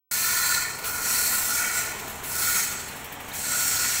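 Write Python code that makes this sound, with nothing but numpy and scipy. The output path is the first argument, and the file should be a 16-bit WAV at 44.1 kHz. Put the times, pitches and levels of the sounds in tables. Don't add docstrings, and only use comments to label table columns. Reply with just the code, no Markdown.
import sys
import numpy as np
from scipy import signal
from scipy.fft import rfft, irfft, next_fast_len
from scipy.io import wavfile
from scipy.ndimage import uniform_filter1d, map_coordinates

SR = 44100
rng = np.random.default_rng(int(sys.argv[2]) if len(sys.argv) > 2 else 0)


def wav_out(sig):
    wavfile.write(sys.argv[1], SR, np.round(np.clip(np.atleast_2d(sig).T, -1, 1) * 32767).astype(np.int16))


N = 176400

START_S, TOP_HZ = .111, 15750
STROKE_HZ, FIRST_STROKE_S = 12.42, .1422

# (frequency [Hz], gain [dB])
DRIVE_COLOUR = [(15, -8), (25, -3), (50, -8), (84, -2), (148, -9), (216, -4.5), (290, -5), (360, -9.5),
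                (460, -5), (560, -9.5), (670, -4.5), (850, -4), (1420, -9), (1670, -7), (2400, -10.5),
                (3360, -13.5), (3700, -16.5), (4900, -32), (7750, -26), (11600, -42), (15600, -27)]
# (time [s], relative rumble level [dB], relative belt level [dB])
DRIVE_FADERS = [(0.12, -48, -54), (0.8, -43.5, -48.5), (1.5, -43.5, -43), (2.05, -41.5, -43),
                (2.25, -42.5, -44), (2.9, -43.5, -43), (3.3, -43.5, -43.5), (4.0, -45, -36.5)]
# (frequency [Hz], base level [dB])
HUM_LINES = [(74.8, -57.5), (99.3, -61), (136.5, -55.5), (200, -65)]
# (time [s], gain [dB])
HUM_FADER = [(.12, 0.5), (1.2, -3), (2.3, .5), (3.0, -0.5), (4.0, 2.5)]
# (time [s], relative level [dB])
CLINK_CUES = [(3.316, -31)]
# (time [s], relative level [dB])
RASP_CUES = [(0.7864, -26), (1.9954, -26.5), (2.0767, -26), (2.0974, -27.5), (2.156, -33), (2.7214, -25),
             (2.7975, -27), (2.8818, -27.5), (2.9624, -30), (3.042, -27), (3.122, -26), (3.2041, -31),
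             (3.2829, -28.5)]
# (time [s], relative level [dB])
CATCH_CUES = [(0.8415, -18.5), (2.2368, -22.5), (3.335, -22.5)]
# (frequency [Hz], gain [dB])
RASP_COLOUR = [(500, -10), (1200, -3.5), (2500, 7.5), (4500, -2.5), (7500, 1), (10000, 0), (14300, 6.5),
               (15500, 5)]
# (frequency [Hz], width [Hz], gain [dB])
STEEL_MODES = [(935, 46, -13), (1046, 55, -7.5), (1323, 24.5, -3), (1416, 50, 0), (1462, 45, .5),
               (1779, 83, -5.5), (1965, 74, -6), (2236, 137, -7), (2573, 123, -13), (3138, 38, -12),
               (4067, 64, -6), (4280, 130, -6), (4610, 99, -9.5), (5345, 51, -6.5), (5870, 99, -7),
               (6530, 52, -2), (7504, 110, -3.5), (7750, 90, -1.5), (8550, 180, -8), (10280, 180, -7.5),
               (11260, 210, -9), (12370, 200, -12), (13450, 60, -9), (14860, 190, -7)]
# deep, low, mid, high, top (frequency [Hz])
MODE_GROUP_EDGES = [1200, 1650, 3500, 5000]
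# (time [s], level [dB])
DEEP_RING_FADER = [(.12, -49), (.3, -44.5), (.55, -40), (.75, -53), (1.0, -48), (1.35, -44), (1.55, -57),
                   (2.2, -60), (2.5, -57), (2.9, -58), (3.4, -60), (3.8, -49)]
# (time [s], low [dB], mid [dB], high [dB])
RING_FADERS = [(0.12, -37.5, -38.5, -36), (0.2, -38.5, -34.5, -37.5), (0.28, -32, -35, -35),
               (0.42, -32, -33, -32), (0.56, -32, -34.5, -31.5), (0.66, -38.5, -35.5, -39),
               (0.79, -46, -43, -47.5), (0.86, -36.5, -45, -42), (0.96, -36.5, -41, -44),
               (1.07, -35.0, -36, -36.5), (1.2, -34.5, -36.5, -32.5), (1.33, -36, -33, -33.5),
               (1.44, -37.5, -39.5, -45), (1.52, -34.5, -39.5, -40.0), (1.65, -31, -32.5, -44),
               (1.8, -34.5, -36, -43), (1.95, -44.5, -41, -49.5), (2.2, -52.0, -52, -57),
               (2.33, -42, -44, -46), (2.44, -32.5, -35, -38.5), (2.57, -32.5, -33.5, -36),
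               (2.68, -40.5, -40, -42), (2.85, -46.5, -46, -47), (3.2, -62, -56, -69),
               (3.4, -48.5, -46.5, -46), (3.54, -32, -37, -36), (3.65, -37, -41.5, -38.5),
               (3.85, -36.5, -37.0, -35.5), (4.0, -39.5, -42, -39.5)]
# (frequency [Hz], gain [dB])
MESH_COLOUR = [(1530, -19), (2500, -8), (2950, -12.5), (3810, -9), (4200, -8), (4950, -8), (5550, -3),
               (6200, -3), (6600, -3), (7000, -1), (7650, 1), (8600, -1.5), (9500, -5.5), (10400, -7),
               (12100, -6), (14800, -2), (15700, -5.5)]
# (time [s], lower treble [dB], upper treble [dB])
SURGE_FADERS = [(0.12, -28.5, -29), (0.2, -28, -28), (0.55, -27, -29.5), (0.65, -34.5, -38),
                (0.75, -39, -44), (0.83, -43.5, -46), (0.86, -36, -33.5), (1.0, -35, -35),
                (1.11, -27, -26.5), (1.35, -29, -28), (1.58, -29, -29.5), (1.71, -31.5, -34),
                (1.79, -29, -31.5), (1.88, -35.5, -39.5), (1.98, -42, -45.5), (2.225, -47, -48),
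                (2.26, -43.5, -37.0), (2.33, -34, -33.5), (2.42, -28.5, -27), (2.58, -25.5, -27),
                (2.68, -31.5, -35), (2.78, -37.0, -45), (2.93, -46, -47), (3.18, -50.5, -54),
                (3.32, -48, -49), (3.36, -37.5, -37.5), (3.48, -30.0, -34.5), (3.62, -27, -29),
                (3.8, -27.0, -31), (3.93, -28.5, -31), (4.0, -29.5, -30.5)]


def amp(db):
    return 10 ** (np.asarray(db) / 20)


def unit(x):
    return x / np.sqrt(np.mean(x ** 2) + 1e-20)


def clock():
    return np.arange(N) / SR


def faders(rows):
    times, *columns = np.transpose(rows)
    return [np.interp(clock(), times, column) for column in columns]


def wobble(rate):
    return map_coordinates(rng.standard_normal(4096), [clock() * rate], mode="wrap")


def swing(harmonic):
    return np.cos(2 * np.pi * harmonic * STROKE_HZ * (clock() - FIRST_STROKE_S))


def bursts(cues, attack_s, hold_s, fall_db_per_s):
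    ages = [(np.maximum(clock() - onset, 0), db) for onset, db in cues]
    return sum(np.minimum(age / attack_s, 1) * amp(db - fall_db_per_s * np.maximum(age - hold_s, 0))
               for age, db in ages)


def filtered(x, response):
    size = next_fast_len(N + SR // 2)
    return irfft(rfft(x, size) * response(np.fft.rfftfreq(size, 1 / SR)), size)[:N]


def coloured(x, colour):
    hz, db = np.transpose(colour)
    return unit(filtered(x, lambda f: amp(np.interp(np.log(f + 1), np.log(hz + 1), db))))


def split(x, hz):
    low = filtered(x, lambda f: 1 / (1 + (f / hz) ** 30))
    return low, x - low


def shimmer(x, depth_db, size=1024):
    spectrum = signal.stft(x, nperseg=size)[2]
    patches = uniform_filter1d(rng.standard_normal(spectrum.shape), size=3, axis=0)
    patches = uniform_filter1d(patches, size=18, axis=1)
    return unit(signal.istft(spectrum * amp(depth_db * unit(patches)), nperseg=size)[1][:N])


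def contacts(rate, spread_db):
    clicks = (rng.random(N) < rate / SR) * rng.choice([-1, 1], N)
    return unit(clicks * amp(spread_db * rng.standard_normal(N)))


def drive_rush():
    rumble_db, belt_db = faders(DRIVE_FADERS)
    noise = shimmer(rng.standard_normal(N), depth_db=1.77, size=4096)
    rumble, belt = split(coloured(noise, DRIVE_COLOUR), hz=1400)
    flutter_db = .5 * wobble(60) + .5 * swing(harmonic=2)
    return (amp(rumble_db) * rumble + amp(belt_db) * belt) * amp(4 + flutter_db)


def drive_hum():
    fader_db, = faders(HUM_FADER)
    hum = np.zeros(N)
    for hz, db in HUM_LINES:
        peak = np.sqrt(2) * amp(db + 1.1 * wobble(4.1))
        hum += peak * np.sin(2 * np.pi * hz * clock() + .66 * wobble(7))
    return amp(fader_db) * hum


def clink(pitch_hz=3900, width_hz=300):
    ring = filtered(rng.standard_normal(N), lambda f: np.exp(-((f - pitch_hz) / width_hz) ** 2))
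    return amp(-9) * bursts(CLINK_CUES, attack_s=.001, hold_s=.004, fall_db_per_s=2500) * unit(ring)


def stroke_rasps():
    rasps = amp(-9) * bursts(RASP_CUES, attack_s=.0016, hold_s=.005, fall_db_per_s=450)
    catches = amp(-11) * bursts(CATCH_CUES, attack_s=.0015, hold_s=.011, fall_db_per_s=200)
    return (rasps + catches) * coloured(contacts(rate=14000, spread_db=1.5), RASP_COLOUR)


def steel_ring(shake_db, group, skirt_octaves):
    hits = contacts(rate=1800, spread_db=1) * amp(1.6 * shake_db + .6 * swing(harmonic=3))
    modes = [mode for mode in STEEL_MODES if np.searchsorted(MODE_GROUP_EDGES, mode[0]) == group]

    def response(f):
        total = 0
        for k, (hz, width, db) in enumerate(modes):
            resonance = 1j * f * width / (hz * hz - f * f + 1j * f * width)
            skirt = 1 + (np.log2((f + 1) / hz) / skirt_octaves) ** 2
            total += (-1) ** k * amp(db) * resonance / skirt
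        return total
    return unit(filtered(hits, response))


def tray_ring(shake_db):
    deep_db, = faders(DEEP_RING_FADER)
    low_db, mid_db, high_db = faders(RING_FADERS)
    deep = steel_ring(shake_db, group=0, skirt_octaves=.26)
    low = steel_ring(shake_db, group=1, skirt_octaves=.56)
    mid = shimmer(steel_ring(shake_db, group=2, skirt_octaves=.69), depth_db=3, size=2048)
    high = shimmer(steel_ring(shake_db, group=3, skirt_octaves=.12), depth_db=2.4, size=2048)
    return (amp(deep_db) * deep + amp(low_db + .06) * low
            + amp(mid_db - .3) * mid + amp(high_db - .86) * high)


def mesh_sizzle(shake_db):
    lower_db, upper_db = faders(SURGE_FADERS)
    grains = contacts(rate=14000, spread_db=3) * amp(shake_db)
    fizz = coloured(shimmer(grains, depth_db=1.9, size=4096), MESH_COLOUR)
    top_ring = amp(-6) * steel_ring(shake_db, group=4, skirt_octaves=.25)
    lower, upper = split(shimmer(fizz + top_ring, depth_db=2.16), hz=8740)
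    return amp(lower_db + .06) * unit(lower) + amp(upper_db + 1.87) * unit(upper)


def screen_chatter():
    shake_db = .5 * wobble(75) + .25 * wobble(350) + .1 * swing(harmonic=1) + .19 * swing(harmonic=2)
    return mesh_sizzle(shake_db) + tray_ring(shake_db)


def scene():
    machine = screen_chatter() + stroke_rasps() + clink() + drive_rush() + drive_hum()
    return np.tile(machine, (2, 1))


def record(dry):
    gate = np.clip((clock() - START_S) * SR / 64, 0, 1)
    return np.array([filtered(channel * gate, lambda hz: hz < TOP_HZ) for channel in dry])


dry = scene()
out = record(dry)
wav_out(out)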